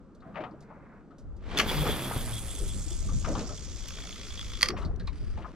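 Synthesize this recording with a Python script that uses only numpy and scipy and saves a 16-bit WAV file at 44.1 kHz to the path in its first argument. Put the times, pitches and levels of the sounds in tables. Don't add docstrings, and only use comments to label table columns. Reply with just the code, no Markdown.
import sys
import numpy as np
from scipy import signal
from scipy.fft import rfft, irfft, next_fast_len
from scipy.io import wavfile
from scipy.ndimage import uniform_filter1d, map_coordinates

SR = 44100
rng = np.random.default_rng(int(sys.argv[2]) if len(sys.argv) > 2 else 0)


def transcribe(u):
    v = np.clip(np.atleast_2d(u).T, -1, 1)
    q = np.round(v * 32767).astype(np.int16)
    wavfile.write(sys.argv[1], SR, q)


N = 244755
TIME_S = np.arange(N) / SR
RUN_S, STOP_S = 1.681, 4.608

# t/s, rate/Hz
COIL_RATE = [(1.65, 165), (1.8, 150.6), (2.0, 134), (2.2, 121.5), (2.4, 109.6), (3.0, 83.7), (3.6, 68),
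             (4.15, 56), (4.6, 55.6)]
# f/centre, level/dB
HISS_SHAPE = [(.1, -21), (.3, -8), (.55, -4), (.75, -0.5), (.98, 5), (1.17, 2.6), (1.4, -7.5), (1.7, -17.5),
              (2.2, -26), (2.8, -36)]
# f/Hz, L-R/dB
HISS_PAN = [(1000, 10), (3400, 4), (5000, -6), (7000, -6), (12000, -6)]
# t/s, level/dB, half-width/s
GUIDE_BRUSHES = [(1.697, -34, 0.017), (1.8, -37.5, 0.034), (1.912, -37, 0.041), (2.041, -40.5, 0.025),
                 (2.19, -45, 0.032), (2.335, -43, 0.012), (2.376, -42.5, 0.02), (2.517, -51, 0.043),
                 (2.583, -53.5, 0.029), (2.705, -47.5, 0.037), (2.921, -49, 0.024), (3.381, -52.5, 0.0068),
                 (3.526, -58, 0.0046), (3.584, -49.5, 0.0043), (3.728, -51, 0.0059), (3.945, -48.5, 0.029),
                 (4.131, -45, 0.0042), (4.248, -51.5, .018), (4.318, -49.5, 0.016), (4.393, -45.5, 0.033),
                 (4.538, -48, 0.046)]
# t/s, level/dB
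LOOP_FLAPS = [(1.716, -30), (1.859, -30.5), (1.899, -34.5), (2.052, -45), (2.16, -37), (2.28, -41.5)]
# t/s, level/dB, rise/s per 9 dB, t60/s, tilt/(dB/octave)
ROD_BLOWS = [(1.578, -22.5, 0.0033, 0.027, 6), (1.5873, -12, 0.00086, 0.0094, 3.5),
             (1.5994, -14.5, 0.0052, 0.05, 0.5), (1.614, -32.5, .003, 0.15, 5.5),
             (3.885, -37, 0.0039, 0.031, 7), (3.906, -36, .001, 0.019, 0.5),
             (3.985, -42, 0.00073, 0.017, -6.5), (4.093, -37, 0.00089, .015, 3),
             (4.394, -34, .001, .012, 2.5), (4.535, -40, 0.00088, 0.014, -1)]
BAIL_BLOWS = [(4.6107, -23.5, 0.00023, 0.02, -0.5), (4.619, -21, .0005, .016, 2),
              (4.63, -4, 0.0015, 0.0072, 0), (4.635, -22.5, .0023, .17, -1.5),
              (4.659, -25, 0.0016, 0.028, -3), (4.6865, -18, 0.0013, 0.027, 0),
              (4.704, -31, 0.0023, 0.044, -8)]
# t/s, level/dB, f/Hz, t60/s
METAL_RINGS = [(1.5727, -20.5, 3480, 0.046), (4.63, -36, 1180, .35), (4.63, -40, 507, 0.29),
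               (4.704, -54, 5570, 0.35)]
BOAT_KNOCKS = [(1.836, -28.5, 500, 0.098), (1.891, -21.5, 432, 0.046), (2.1121, -18.5, 805, 0.009),
               (2.163, -21.5, 116.5, 0.11), (4.694, -32, 361, 0.15)]
# t/s, level/dB, t60/s
ROD_SCUFFS = [(0.149, -67, 0.084), (.606, -60, 0.07), (.624, -65.5, 0.1), (1.183, -62, 0.14),
              (1.365, -68, 0.1), (4.774, -55.5, 0.35), (4.825, -59, 0.07), (4.961, -52.5, 0.014)]
# t/s, level/dB, f/Hz
TACKLE_TICKS = [(.204, -65, 4130), (.51, -69, 4500), (1.865, -29.5, 1220), (4.767, -44, 2110),
                (4.817, -52, 3740), (4.849, -47, 4350), (4.997, -47.5, 4070), (4.999, -45, 1650),
                (5.072, -41.5, 3990), (5.077, -44.5, 2200), (5.075, -39, 1004)]
# t/s, level/dB, bubble f/Hz, spray trim/dB, spray f/Hz, rise/s, air pocket trim/dB
HULL_SLAPS = [(0.222, -50.5, 1246, -12, 1800, .0005, 4), (.262, -47.5, 665, -30, 1800, .005, 4),
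              (.342, -39.5, 1250, -12, 2600, 0.0044, -6), (.356, -31, 824, -3, 1820, .001, -20),
              (.367, -33, 602, 3.5, 1770, 0.0056, -1.5), (.402, -34, 741, -1, 2200, 0.006, -5),
              (.437, -35.5, 1000, -1, 2080, .0004, -21), (.702, -43.5, 860, -22, 2000, 0.0008, -4),
              (1.105, -55.5, 1280, -9, 3500, 0.0032, 6), (2.113, -35.5, 1230, -6, 1980, .0006, 2),
              (2.162, -36.5, 232.8, -30, 2000, .003, -0.5), (2.609, -39, 400, -17, 1800, 0.0021, -4),
              (3.086, -43.5, 1170, -30.5, 2000, 0.0029, 4), (3.244, -31, 1190, -2.5, 2380, 0.0018, 0.5),
              (3.278, -34, 666, -4, 2010, 0.0035, 1), (3.315, -38, 376, -25, 2000, 0.0047, -14),
              (3.35, -31, 945, -4, 3540, 0.0015, -16), (3.392, -39, 590, 6.5, 3000, .003, -15),
              (3.49, -47.5, 1280, -22, 2000, .002, 6), (3.497, -45.5, 605, -19, 2000, 0.0027, 5),
              (4.695, -35, 368, -6, 1800, 0.0027, -7), (4.763, -33.5, 1027, 5.5, 2080, 0.0095, -4),
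              (4.815, -36, 1067, -6, 3000, 0.0065, -12), (5.37, -37.5, 870, -2.5, 2200, 0.0086, -6),
              (5.418, -49.5, 1400, 7.5, 2400, 0.0032, -3), (5.444, -36.5, 1027, -25, 2500, .002, -2)]
# t/s, level/dB, fall/(dB/s) (sign ignored)
HULL_SURGES = [(0.268, -45.5, 36), (0.414, -42, 73), (.73, -53.5, 42), (2.39, -47.5, 41), (2.61, -50.5, -4),
               (2.999, -59, 55.5), (3.286, -33, 77), (3.376, -34, 109), (3.99, -50.5, 52), (4.714, -38, 42),
               (5.39, -45, 46)]
# t/s, level/dB
WIND_LEVEL = [(0.0, -60), (0.36, -59), (1.17, -62.5), (1.27, -42.5), (1.39, -44), (1.58, -42.5),
              (1.79, -32.5), (1.97, -38.5), (2.06, -45.5), (2.32, -36.5), (2.57, -40.5), (2.66, -35.5),
              (2.92, -38.5), (3.15, -30), (3.43, -40.5), (4.28, -47), (4.54, -39.5), (4.62, -44),
              (4.93, -34), (5.12, -38), (5.33, -35.5), (5.55, -55)]
# t/s, flutter/dB, buffet/dB
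EDDIES = [(1.6, -38, -48), (1.9, -32, -40), (2.17, -43, -42), (2.621, -52, -28.5), (2.765, -36.5, -28.5),
          (3.07, -36, -33), (3.15, -31, -34), (3.3, -38, -45.5), (4.328, -58, -34), (4.73, -43, -51),
          (4.858, -33.5, -40), (5.03, -42, -47), (5.24, -40.5, -34)]

# f/Hz, width/Hz, level/dB
RATTLE_MODES = [(1280, 460, -0.5), (2200, 850, -1.5), (3000, 5300, -6.5), (4650, 710, -2.5)]
SPOOL_MODES = [(10690, 70, 0), (12030, 120, -7), (13330, 100, -10)]
GUIDE_MODES = [(4800, 210, 7), (8500, 270, -1), (10300, 300, -31)]
ROD_MODES = [(342, 87, -8), (506, 35, -3.5), (700, 190, -6), (1153, 74, 9), (1360, 290, 6),
             (1920, 730, 5.5), (2970, 630, 5.5), (3630, 350, -1), (4390, 190, 1.5), (5000, 210, -4.5),
             (5720, 440, -5.5), (7070, 1140, -12), (8800, 1100, -18), (12360, 2200, -19.5)]
BAIL_MODES = [(1170, 150, -5), (1410, 180, -6), (1975, 260, -1.5), (2760, 260, -9.5), (3250, 170, -4.5),
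              (4440, 235, 1), (4910, 260, 0), (5500, 240, -14), (5780, 340, -8.5), (6500, 320, -11),
              (7050, 320, -16), (8900, 550, -17), (10500, 1200, -22), (12400, 1300, -25.5)]
HULL_MODES = [(590, 86, 1.5), (1230, 110, -0.5)]
# f/Hz, density/dB
SLIDE_SPECTRUM = [(700, -14.5), (1250, 6), (2200, 3), (3900, -2.5), (5400, -3), (7000, -9), (9500, -17),
                  (14000, -31.5)]
SWISH_SPECTRUM = [(60, -15), (170, 1), (500, -4.5), (1300, -9.5), (2500, -13.5), (4500, -21.5), (8000, -34),
                  (15000, -55)]
SLEEVE_SPECTRUM = [(400, -4), (900, 3), (1550, 3), (1800, -2), (2100, -2.5), (2600, -12), (3000, -28),
                   (6000, -41)]
WASH_SPECTRUM = [(80, -9.5), (135, 8.5), (200, 6), (420, -3), (750, -14.5), (1300, -10.5), (2200, -25.5),
                 (5000, -46.5), (14000, -51.5)]
SEA_SPECTRUM = [(60, -21.5), (125, 4), (200, 12.5), (450, -0.5), (900, -13), (1300, -8.5), (1900, -26),
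                (3000, -30), (8000, -36), (15000, -68)]
BUFFET_SPECTRUM = [(8, -12.5), (25, 2.5), (55, 1), (95, -4), (150, -21.5), (400, -63.5), (1000, -95.5)]
FLUTTER_SPECTRUM = [(60, -12), (120, 0.5), (180, 0.5), (280, -17.5), (500, -26), (1500, -70)]
# f/Hz, coherence
SCENE_COHERENCE = [(100, 1), (300, 0.9), (4000, 0.75), (8000, 0.81), (13000, 0.22)]
WIND_COHERENCE = [(30, 0.089), (70, 0.054), (130, 0.63), (300, 0.22)]
# f/Hz, gain/dB
MIC_TREBLE = [(11000, 0), (13000, -3), (14500, -7), (15800, -4)]
# f/Hz, L-R/dB
BLOW_PAN = [(1500, 1.5), (3000, 4.0), (5000, -4.5), (10000, -7.5)]


def line_hiss(turns):
    hz, frame_s, spectra = signal.stft(noise(), SR, nperseg=512)
    centre_hz = np.maximum(82 * np.interp(frame_s, *np.transpose(COIL_RATE)), 5950)
    centre_hz *= 1 + .025 * np.interp(frame_s, TIME_S, wobble(50))
    patches = uniform_filter1d(rng.standard_normal(spectra.shape[1:]), size=6, axis=0)
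    patches_db = 1.8 * unit(uniform_filter1d(patches, size=4, axis=1))
    gain = amp(along(HISS_SHAPE, hz[:, None] / centre_hz) + patches_db)
    gain /= np.sqrt(np.mean(gain ** 2, axis=0))
    hiss = signal.istft(spectra * gain, SR, nperseg=512)[1][:, :N]
    pulsing = unit(amp(1.6 * np.cos(2 * np.pi * turns) + 2 * wobble(300) + .6 * wobble(45)))
    hiss = filtered(hiss * pulsing, lambda f: pan(along(HISS_PAN, f)))
    speed_db = 6.5 * np.log2(curve(COIL_RATE) / 100)
    dip_db = -3 * bump(3.1, width_s=.043)
    return hiss * amp(-45.5 + speed_db + dip_db) * running()


def line_sizzle(turns):
    force = amp(1.2 * np.cos(2 * np.pi * turns) + 2.5 * wobble(300))
    band = unit(rubbed(force, hz=12600, width_hz=2100))
    return band * amp(-52) * swell(RUN_S, 422, 27, hold_to_s=2.13) * running() * pan(-11)


def line_rattle(turns):
    wild = amp(-44.5) * swell(RUN_S, 0, 13.5)
    loose = amp(-50.5) * swell(3.984, 33, 0)
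    rattle = np.hypot(wild, loose)
    first_lash = amp(-39.5) * swell(1.73, 189, 125)
    uneven_turns = turns + .05 * wobble(60)
    whip = coil_blows(uneven_turns, scatter_db=1.2) * amp(.99 * wobble(300))
    rod = rubbed_body(whip, RATTLE_MODES) * pan(1.4)
    return rod * np.hypot(rattle, first_lash) * running() + guide_ring(uneven_turns, rattle)


def guide_ring(turns, rattle, hz=3381):
    brushes = sum(amp(db) * bump(s, width_s) for s, db, width_s in GUIDE_BRUSHES)
    force = np.hypot(rattle * amp(-2), brushes) * coil_blows(turns, scatter_db=2.2) * running()
    struck = unit(force * np.sin(2 * np.pi * hz * TIME_S + 1.3 * wobble(600)))
    scraped = unit(rubbed(force, hz, width_hz=270))
    return unit(struck + scraped) * np.sqrt(np.mean(force ** 2))


def spool_whistle():
    modes = rubbed_body(1, SPOOL_MODES)
    return modes * amp(-71.5 + 3.5 * wobble(25)) * swell(4, 14, 0) * running()


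def line_whirl(turns):
    hum = np.sqrt(2) * (np.sin(2 * np.pi * turns) + amp(-17) * np.sin(4 * np.pi * turns))
    first_loop = amp(-26) * swell(1.823, 174, 392)
    steady = amp(-42.5) * swell(1.823, 210, 124, hold_to_s=2.386)
    return hum * np.hypot(first_loop, steady) * amp(1.2 * wobble(8))


def slack_line(full_s=5.163, end_s=5.32):
    ring = unit(filtered(noise(), lambda f: resonances(GUIDE_MODES, f)))
    ring *= amp(-67) * swell(full_s, 302, 243, hold_to_s=end_s)
    slide = rush(SLIDE_SPECTRUM) * amp(-60) * swell(full_s, 75, 16, hold_to_s=end_s)
    crackle = unit(amp(4 * wobble(900)))
    return (slide * crackle + ring) * amp(1.9 * wobble(120))


def swish(start_s=1.305, peak_s=1.601):
    speed = curve([(start_s, 0), (peak_s, 1)])
    rod = amp(-30.5) * speed ** 3.7 * swell(peak_s, 0, 90)
    line = amp(-37) * swell(1.7, 152, 30, hold_to_s=1.995)
    flaps = [amp(db) * swell(s, 900, 229) for s, db in LOOP_FLAPS]
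    turbulence = unit(amp(1.9 * wobble(220)))
    return rush(SWISH_SPECTRUM) * turbulence * np.linalg.norm([rod, line, *flaps], axis=0)


def clacks():
    rod = blows(ROD_BLOWS, ROD_MODES, contact_db=2, scrape_db=-3)
    bail = blows(BAIL_BLOWS, BAIL_MODES, contact_db=13.7, scrape_db=-7.5)
    return rod + bail + struck_tones(METAL_RINGS) * pan(-2.5)


def tackle_ticks(tick_t60_s=.078):
    out, t = np.zeros(N), np.arange(SR // 6) / SR
    attack = 1 - np.exp(-t / .00019)

    def band(hz, width_hz):
        return unit(bandpass(rng.standard_normal(len(t)), hz, width_hz))

    for s, db, t60_s in ROD_SCUFFS:
        add(out, s, band(4770, 4900) * amp(db - 60 * t / t60_s) * attack)
    for s, db, hz in TACKLE_TICKS:
        ring = band(hz, .23 * hz)
        scrape = amp(-13) * band(hz, 1.2 * hz)
        add(out, s, (ring + scrape) * amp(db - 60 * t / tick_t60_s) * attack)
    return out * pan(-1.5)


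def sleeve_rustle(peak_s=.98):
    envelope = swell(peak_s, 12, 203) * swell(.627, 198, 3, hold_to_s=peak_s)
    return rush(SLEEVE_SPECTRUM) * amp(-59.5 + 1.4 * wobble(89.3)) * envelope


def boat_knocks():
    return struck_tones(BOAT_KNOCKS)


def hull_slaps(splash_t60_s=.22, spray_t60_s=.11):
    out, t = np.zeros(N), np.arange(SR // 4) / SR
    for s, db, hz, spray_db, spray_hz, rise_s, pocket_db in HULL_SLAPS:
        hollow = lambda f: resonances([(hz, .81 * hz, 0)], f) ** 3 * (1 + resonances(HULL_MODES, f))
        splash = unit(filtered(rng.standard_normal(len(t)), hollow))
        spikes = rng.standard_normal(len(t)) * amp(3 * rng.standard_normal(len(t)))
        spray = unit(bandpass(spikes, spray_hz, 1.14 * spray_hz, stages=4))
        hit = splash * amp(-6.5 - 60 * t / splash_t60_s)
        hit += spray * amp(spray_db - 8.5 - 60 * t / spray_t60_s)
        add(hit, 0, amp(pocket_db) * bubble(hz, decay_cycles=16, climb=.004))
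        for late, pitch, size in rng.standard_normal((8, 3)):
            tone = bubble(hz * np.exp(.25 * pitch), decay_cycles=6, climb=.012)
            add(hit, .025 * abs(late), amp(-11 + 2.5 * size) * tone)
        add(out, s, amp(db) * hit * (1 - np.exp(-t / rise_s)))
    return out * pan(6.8)


def hull_wash(bubbles=900):
    fizz = np.zeros(N)
    onsets_s = rng.uniform(0, N / SR, size=bubbles)
    for s, (pitch, size) in zip(onsets_s, np.clip(rng.standard_normal((bubbles, 2)), -2, 2)):
        tone = bubble(600 * np.exp(.4 * pitch), decay_cycles=5.3, climb=.03)
        add(fizz, s, amp(4 * size - 3 * pitch) * tone)
    water = rush(WASH_SPECTRUM) * amp(-2) + unit(fizz) * amp(-4.5)
    surges = np.linalg.norm([amp(db) * swell(s, 323, fall) for s, db, fall in HULL_SURGES], axis=0)
    return water * np.hypot(amp(-59.5), surges) + rush(SEA_SPECTRUM) * amp(-55)


def wind():
    strength = amp(curve(WIND_LEVEL))
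    eddy_flutter, eddy_buffet = sum(amp([[flutter_db], [buffet_db]]) * swell(s, 497, 268)
                                    for s, flutter_db, buffet_db in EDDIES)
    buffet = rush(BUFFET_SPECTRUM, WIND_COHERENCE)
    buffet *= np.hypot(strength * amp(2.5 + .89 * wobble(20)), eddy_buffet)
    flutter = rush(FLUTTER_SPECTRUM, WIND_COHERENCE) * np.hypot(strength * amp(-15), eddy_flutter)
    return buffet * pan(4.3) + flutter


def coil_turns():
    turns = np.cumsum(curve(COIL_RATE)) / SR
    return turns + 2 - turns[round(STOP_S * SR)] % 1 + .05 * wobble(25)


def coil_blows(turns, scatter_db, rub=.24, decay_s=.003):
    coil = turns.astype(int)
    since_s = (turns - coil) / curve(COIL_RATE)
    strength = amp(scatter_db * np.clip(rng.standard_normal(2000), -1.5, 1.5))[coil]
    force = strength * (rub + np.exp(-since_s / decay_s))
    return force / np.sqrt(uniform_filter1d(force ** 2, size=SR // 4))


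def running():
    return swell(RUN_S, 422, 893.5, hold_to_s=STOP_S)


def blows(rows, modes, contact_db, scrape_db):
    out, t = np.zeros((2, N)), np.arange(-SR // 50, SR // 8) / SR
    body = lambda f: sum((-1) ** k * resonances([mode], f) for k, mode in enumerate(modes))
    body_rms = np.sqrt(np.mean(np.abs(body(np.linspace(0, SR / 2, 2000))) ** 2))
    contact = amp(contact_db) * (t == 0)
    grit = noise()
    for s, db, rise_s, t60_s, tilt_db in rows:
        envelope = amp(scrape_db - 9 * np.maximum(-t, 0) / rise_s - 60 * np.maximum(t, 0) / t60_s)
        scrape = grit[:, round(s * SR):][:, :len(t)] * envelope
        tilt = lambda f: amp(tilt_db * np.log2(np.clip(f, 800, 16000) / 3500))
        response = lambda f: body(f) / body_rms * tilt(f) * pan(along(BLOW_PAN, f))
        add(out, s + t[0], amp(db) * filtered(scrape + contact, response))
    return out


def struck_tones(rows):
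    out = np.zeros(N)
    for s, db, hz, t60_s in rows:
        t = np.maximum(TIME_S - s, 0)
        envelope = amp(db - 60 * t / t60_s) * (1 - np.exp(-t / .00013))
        out += envelope * np.sin(2 * np.pi * hz * t + .5 * wobble(200))
    return out


def bubble(hz, decay_cycles, climb):
    age = np.arange(int(5 * decay_cycles * SR / hz)) * hz / SR / decay_cycles
    phase = 2 * np.pi * decay_cycles * (age + climb * age * age / 2)
    return np.sin(phase) * np.exp(-age) * (1 - np.exp(-8 * age))


def rubbed(force, hz, width_hz):
    return bandpass(noise() * force, hz, width_hz)


def rubbed_body(force, modes):
    return unit(sum(amp(db) * rubbed(force, hz, width_hz) for hz, width_hz, db in modes))


def rush(spectrum, coherence=SCENE_COHERENCE):
    return unit(filtered(noise(coherence), lambda f: amp(along(spectrum, f))))


def noise(coherence=SCENE_COHERENCE):
    angle = lambda f: np.arccos(np.clip(along(coherence, f), -1, 1)) / 2
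    weights = lambda f: np.array([np.cos(angle(f)), np.sin(angle(f))])
    mid, side = filtered(rng.standard_normal((2, N)), weights)
    return unit(np.array([mid + side, mid - side]))


def resonances(modes, f):
    return sum(amp(db) * 1j * f * width / (hz * hz - f * f + 1j * f * width) for hz, width, db in modes)


def bandpass(x, hz, width_hz, stages=2):
    return filtered(x, lambda f: resonances([(hz, width_hz, 0)], f) ** stages)


def filtered(x, response):
    n = x.shape[-1]
    padded = next_fast_len(n + SR // 10)
    return irfft(rfft(x, padded) * response(np.fft.rfftfreq(padded, 1 / SR)), padded)[..., :n]


def swell(full_s, rise_db_per_s, fall_db_per_s, hold_to_s=None):
    before_s = np.maximum(full_s - TIME_S, 0)
    after_s = np.maximum(TIME_S - (hold_to_s or full_s), 0)
    return amp(-rise_db_per_s * before_s - abs(fall_db_per_s) * after_s)


def bump(s, width_s):
    return np.exp(-((TIME_S - s) / width_s) ** 2)


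def wobble(knots_per_s):
    knots = rng.standard_normal(int(N * knots_per_s / SR) + 4)
    return map_coordinates(knots, [TIME_S * knots_per_s])


def curve(points):
    return np.interp(TIME_S, *np.transpose(points))


def along(points, hz):
    f, values = np.transpose(points)
    return np.interp(np.log(hz + 1e-6), np.log(f), values)


def add(track, s, x):
    part = track[..., max(round(s * SR), 0):][..., :x.shape[-1]]
    part += x[..., :part.shape[-1]]


def pan(db):
    return amp(np.array([[.5], [-.5]]) * db)


def amp(db):
    return 10 ** (np.asarray(db) / 20)


def unit(x):
    return x / np.sqrt(np.mean(x ** 2) + 1e-20)


def scene():
    turns = coil_turns()
    line = line_hiss(turns) + line_sizzle(turns) + line_rattle(turns)
    line += spool_whistle() + line_whirl(turns) + slack_line()
    cast = line + sleeve_rustle() + swish() + clacks()
    return cast + boat_knocks() + tackle_ticks() + hull_slaps() + hull_wash() + wind()


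def record(dry):
    lead_s, top_hz = 3.2e-5, 15800
    delay = lambda f: np.exp(1j * np.pi * f * lead_s * np.array([[-1], [1]]))
    ports = filtered(dry, lambda f: delay(f) * amp(along(MIC_TREBLE, f)))
    return filtered(np.clip(ports, -.9, .9), lambda f: np.clip((top_hz - f) / 300 + .5, 0, 1))


dry = scene()
out = record(dry)
transcribe(out)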